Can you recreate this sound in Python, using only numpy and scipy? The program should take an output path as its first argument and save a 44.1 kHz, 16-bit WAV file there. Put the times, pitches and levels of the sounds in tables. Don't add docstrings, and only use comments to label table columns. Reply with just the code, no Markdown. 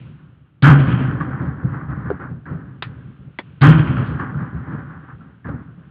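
import sys
import numpy as np
from scipy import signal
from scipy.io import wavfile
from scipy.ndimage import uniform_filter1d, minimum_filter1d

SR = 44100
rng = np.random.default_rng(int(sys.argv[2]) if len(sys.argv) > 2 else 0)


def generate_wav(sig):
    pcm = np.round(np.clip(np.atleast_2d(sig).T, -1, 1) * 32767).astype(np.int16)
    wavfile.write(sys.argv[1], SR, pcm)


def voltage_ratio(decibels):
    exponent = np.asarray(decibels, float) / 20
    return 10 ** exponent


N = 260190


def unit(x):
    return x / np.sqrt(np.mean(x ** 2))


def resonate(x, hz, width_hz):
    return signal.lfilter(*signal.iirpeak(hz, hz / width_hz, fs=SR), x)


def dull(x, hz):
    return signal.sosfilt(signal.butter(6, hz, fs=SR, output="sos"), x)


def curve(rows, column):
    rows = np.asarray(rows)
    return np.interp(np.arange(N) / SR, rows[:, 0], rows[:, column])


# [t/s, level/dB]
TRAFFIC_HISS = [(0, -56.5), (.15, -65), (.3, -71), (.6, -77), (2.75, -71), (2.9, -64), (3.3, -69),
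                (3.45, -63), (3.6, -66), (5.2, -68.5), (5.45, -72), (5.9, -68.5)]


def city_hiss():
    noise = resonate(rng.standard_normal(N), 2600, 1600)
    return voltage_ratio(curve(TRAFFIC_HISS, column=1)) * unit(dull(noise, 3400))


# [t/s, f/Hz, peak level/dB, rise/s, t60/s]
KNOCKS = [(2.1022, 470, -9, .0016, .013), (2.1025, 1470, -18.5, 0.0017, .015),
          (2.1028, 760, -25, .001, .012), (2.1092, 399, -10.5, 0.0066, 0.018),
          (2.111, 717, -26.5, .003, 0.051), (2.519, 171.4, -19.5, .0015, 0.23),
          (2.824, 380, -32, 0.0011, 0.042), (3.3874, 2080, -18, 0.00045, .011),
          (4.737, 350, -34, 0.0012, .008), (5.487, 109, -30, 0.0081, .2), (5.503, 259, -23, 0.0033, .069),
          (5.535, 240.7, -24, .0028, .22)]


def knocks():
    out = np.zeros(N)
    t = np.arange(SR // 4) / SR
    for start, hz, db, rise, t60 in KNOCKS:
        attack = np.sin(np.pi / 2 * np.clip(t / rise, 0, 1)) ** 2
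        decay = voltage_ratio(-60 * np.maximum(t - rise, 0) / t60)
        out[int(start * SR):][:len(t)] += voltage_ratio(db) * attack * decay * np.sin(2 * np.pi * hz * t)
    return out


def add_burst(out, start, hz, db, width_hz, t60, shock):
    t = np.arange(SR // 4) / SR
    push = rng.standard_normal(len(t))
    push[0] = shock
    push = push * voltage_ratio(-60 * t / t60)
    burst = resonate(resonate(push, hz, width_hz), hz, 2 * width_hz)
    out[int(start * SR):][:len(t)] += voltage_ratio(db) * burst / np.abs(burst).max()


# [t/s, f/Hz, peak level/dB, width/Hz, t60/s]
SNAPS = [(.6235, 2500, -17, 1800, .12), (.647, 1470, -11, 460, 0.15), (2.1025, 700, -22.5, 298, 0.068),
         (2.8232, 1400, -15.5, 1300, .068), (2.8236, 2620, -24, 1100, .04),
         (2.8252, 3650, -17.5, 610, .013), (2.8352, 1500, -31, 900, .16), (3.3875, 1980, -22.5, 460, 0.061),
         (3.389, 790, -21, 790, 0.066), (3.6103, 1500, -24, 2000, 0.056), (3.638, 1600, -15, 458, .1),
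         (3.617, 2000, -14, 2000, .055), (3.968, 1400, -20.5, 250, .07), (4.06, 2900, -42, 1200, .4),
         (3.39, 3420, -34, 159, 0.042)]


def snaps():
    out = np.zeros(N)
    for row in SNAPS:
        add_burst(out, *row, shock=6.5)
    return out


# [delay t/s, f/Hz, peak level/dB]
RINGING_FRONTS = [
    (.586, 1130, -18),
    (.585, 1700, -25),
    (1.833, 1650, -35),
]
# [t/s, f/Hz, peak level/dB]
BLIPS = [(3.388, 240, -25), (4.345, 1300, -30), (4.905, 1435, -41), (5.09, 1300, -40), (5.207, 1330, -38),
         (5.469, 1550, -32), (5.487, 1290, -28.5), (5.485, 510, -26.5)]


def blips():
    out = np.zeros(N)
    rung = [(shot + delay, hz, db) for shot in SHOTS_S[1:] for delay, hz, db in RINGING_FRONTS]
    for row in rung + BLIPS:
        add_burst(out, *row, width_hz=150, t60=.085, shock=6.)
    return out


SHOTS_S = [
    -2.366,
    .622,
    3.611,
]
# [delay t/s, level/dB, bass over crack/dB, t60/s]
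FRONTS = [(0.0, -14.5, 14, 0.17), (0.008, -7, -2.5, 0.47), (0.05, -23, 36, 0.37), (0.164, -23, 29.5, 0.21),
          (0.195, -29.5, 13, 1.49), (0.251, -36.5, 27, 0.52), (0.344, -30.5, 9.5, 1.48),
          (0.468, -44, 27.5, 0.62), (0.572, -25.5, 7, 0.4), (0.67, -40.5, 14.5, 1.01),
          (0.756, -34, -8.5, 0.91), (0.943, -39.5, -0.7, 1.21), (1.05, -37.5, 16, 0.6),
          (1.094, -31.5, 5, 0.51), (1.168, -33, -1, 0.36), (1.28, -35, -9.5, 0.47),
          (1.406, -38.5, -10, 0.32), (1.466, -33.5, -10, 0.24), (1.569, -50.5, 14, 1.06),
          (1.834, -28, 9, 0.17), (1.86, -37, 16.5, 0.68), (1.998, -72.2, 31, 1.57),
          (2.333, -52, 21.5, 0.51), (2.537, -63, -2.7, 2.4)]
# [t/s, level/dB, bass over crack/dB, t60/s]
STRAYS = [(0.013, -57.5, 22.5, 1.6), (0.056, -63, 23.2, 1.52), (0.878, -32, 21, 1.37),
          (1.269, -38, 12, 2.4), (1.398, -39.5, 27.5, 0.55), (1.622, -43, 29.5, 0.44),
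          (1.718, -58, 29.5, 4.6), (1.881, -31, 19, 0.33), (1.958, -39, 17, 0.67),
          (2.045, -32.5, 13.5, 0.6), (2.192, -25.5, 2.2, 0.27), (2.288, -47.5, 29, 0.31),
          (2.64, -57.5, 26, 1.2), (2.833, -51, 18.5, 1.7), (3.042, -65, 37.5, 0.44),
          (3.189, -67.2, 37.5, 0.53), (3.265, -60.5, 36, 0.18), (3.422, -60, 20.0, 3.4),
          (3.961, -24, 18.5, 0.18), (4.334, -52, 35, 0.7), (4.399, -39.5, 27, 0.25),
          (4.52, -49.0, 30.5, 0.52), (4.721, -45.7, 31.5, 0.16), (4.763, -67.5, 37.5, 1.89),
          (5.121, -63.6, 36.8, 0.33), (5.478, -32.5, 11.5, 0.2), (5.681, -62.3, 38, 0.13),
          (5.762, -55.5, 18, 1.2)]
PARTS = {"boom": (0.14, 1.0184, 0.02, 0.7559, -51.5), "body": (-1.53, 0.3956, 0.02, 1.0464, -66.5),
         "crack": (0.08, .01, 0.0186, 1.01, -80.5), "edge": (-8.6, 0.3459, .018, .8, -85.5)}
AIR_LOSS_DB, AIR_LOSS_S, AIR_KNEE = -21.5, .66, 2.4


def roll(part):
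    offset_db, bass_share, rise, stretch, floor_db = PARTS[part]
    t = np.arange(0, N, 32) / SR
    answers = [(shot + delay, *rest) for shot in SHOTS_S for delay, *rest in FRONTS]
    start, db, bass_db, t60 = np.array(answers + STRAYS).T[:, :, None]
    since = np.maximum(t - start, 0)
    level_db = db + offset_db + bass_share * bass_db - 60 * since / (stretch * t60)
    gain = (1 - np.exp(-since / rise)) * voltage_ratio(level_db)
    gain = np.sqrt(np.sum(gain ** 2, axis=0))
    if part == "edge":
        since_shot = t - np.array(SHOTS_S)[np.searchsorted(SHOTS_S, t) - 1]
        gain = gain * voltage_ratio(AIR_LOSS_DB * (1 - np.exp(-(since_shot / AIR_LOSS_S) ** AIR_KNEE)))
    return np.interp(np.arange(N) / SR, t, np.hypot(gain, voltage_ratio(floor_db)))


def echoes():
    per_s, spread_db = 2500, 2.5
    arrive = rng.random(N) < per_s / SR
    strength = voltage_ratio(spread_db * np.minimum(rng.exponential(size=N), 3.5))
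    return arrive * rng.choice([-1, 1], N) * strength


def patches():
    depth_db, per_s = 1.1, 22
    size = int(SR / per_s)
    steps = np.repeat(rng.standard_normal(200), size)[:N]
    return voltage_ratio(depth_db * 1.37 * uniform_filter1d(steps, size // 2))


def band(modes, even_s, evenness):
    y = np.zeros(N)
    for hz, width_hz, db in modes:
        once = resonate(echoes(), hz, 1.2 * width_hz)
        y += voltage_ratio(db) * resonate(once, hz, 1.2 * width_hz)
    y = unit(y)
    slow_power = uniform_filter1d(y ** 2, int(even_s * SR)) + 0.1
    return unit(patches() * y / slow_power ** (evenness / 2))


# [f/Hz, width/Hz, level/dB]
BOOM = [
    (134.6, 61.5, 2),
    (75.2, 26, -5),
]


def boom(head_on):
    gain = roll("boom")
    rumble = voltage_ratio(-34) * unit(resonate(rng.standard_normal(N), 35, 30))
    return gain * (voltage_ratio(-12 * head_on) * band(BOOM, 0.071, 0.42) + rumble)


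# [f/Hz, width/Hz, level/dB]
BODY = [
    (261, 88, 6),
    (340, 20, -16),
    (485, 270, -10.5),
]


def body():
    return roll("body") * band(BODY, 0.062, 0.28)


# [f/Hz, width/Hz, level/dB]
CRACK = [
    (1208, 600, 4),
    (1514, 384, 2.5),
    (785, 53, 1),
    (1885, 130, -11),
]


def crack():
    return roll("crack") * dull(band(CRACK, 0.023, 0.46), 2060)


# [f/Hz, width/Hz, level/dB]
EDGE = [
    (2400, 1500, -4),
    (3162, 260, -2),
]


def edge():
    shoulder = dull(band(EDGE, 0.024, 0.36), 3100)
    above = voltage_ratio(-19) * band([(3860, 5800, 0)], .03, .2)
    return roll("edge") * (shoulder + above)


HEAD_S = [
    .6235,
    3.611,
]
# [t/s, f/Hz, level/dB]
HEAD = [
    [(0.63, 136.2, 0.5), (0.662, 137.4, -12), (0.694, 160.5, 11), (0.71, 150.2, -16.5),
     (0.736, 142.3, -8.5), (0.83, 137, -11.5), (0.87, 139, -17)],
    [(3.62, 137, 4.5), (3.652, 139.1, -17), (3.678, 156.5, -4.5), (3.692, 158.5, -18), (3.754, 160.8, -9),
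     (3.812, 152.5, -13), (3.87, 164, -15.5)],
]


def head():
    top, rise_s, full_swing_s, octave_db = .84, .011, .105, -14.5
    t, out, on = np.arange(N) / SR, np.zeros(N), np.zeros(N)
    wander = unit(uniform_filter1d(uniform_filter1d(rng.standard_normal(N), 400), 400))
    for start, rows in zip(HEAD_S, HEAD):
        gate = np.clip((t - start) / rise_s, 0, 1) * np.clip((rows[-1][0] - t) / 0.045, 0, 1)
        hz = curve(rows, column=1) * (1 + .015 * wander)
        phase = 2 * np.pi * np.cumsum(hz * (gate > 0)) / SR
        swing = np.minimum(np.sqrt(2) * voltage_ratio(curve(rows, column=2)), top - .12)
        swing = uniform_filter1d(np.where(t < start + full_swing_s, top, swing), size=600)
        out -= gate * swing * (np.cos(phase) - voltage_ratio(octave_db) * np.cos(2 * phase))
        on += gate
    return out, on


def gun():
    ring, head_on = head()
    return ring + boom(head_on) + body() + crack() + edge()


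def scene():
    return (city_hiss() + knocks() + snaps() + blips() + gun())[None]


def limit(x):
    ceiling, grip = .96, .45
    peak = uniform_filter1d(-minimum_filter1d(-np.abs(x), size=400), size=400)
    return x * np.minimum(ceiling / (peak + 1e-9), 1) ** grip


def band_limit(x):
    return signal.sosfilt(signal.butter(12, 15850, fs=SR, output="sos"), x)


def record(dry):
    thin = signal.sosfilt(signal.butter(2, 42, "high", fs=SR, output="sos"), dull(dry, 4500))
    narrow = signal.sosfilt(signal.ellip(8, .5, 70, 4850, fs=SR, output="sos"), thin)
    overloaded = np.clip(limit(narrow), -.98, .98)
    faint_noise = voltage_ratio(-97) * rng.standard_normal(narrow.shape)
    return band_limit(overloaded + faint_noise)


dry = scene()
out = record(dry)
generate_wav(out)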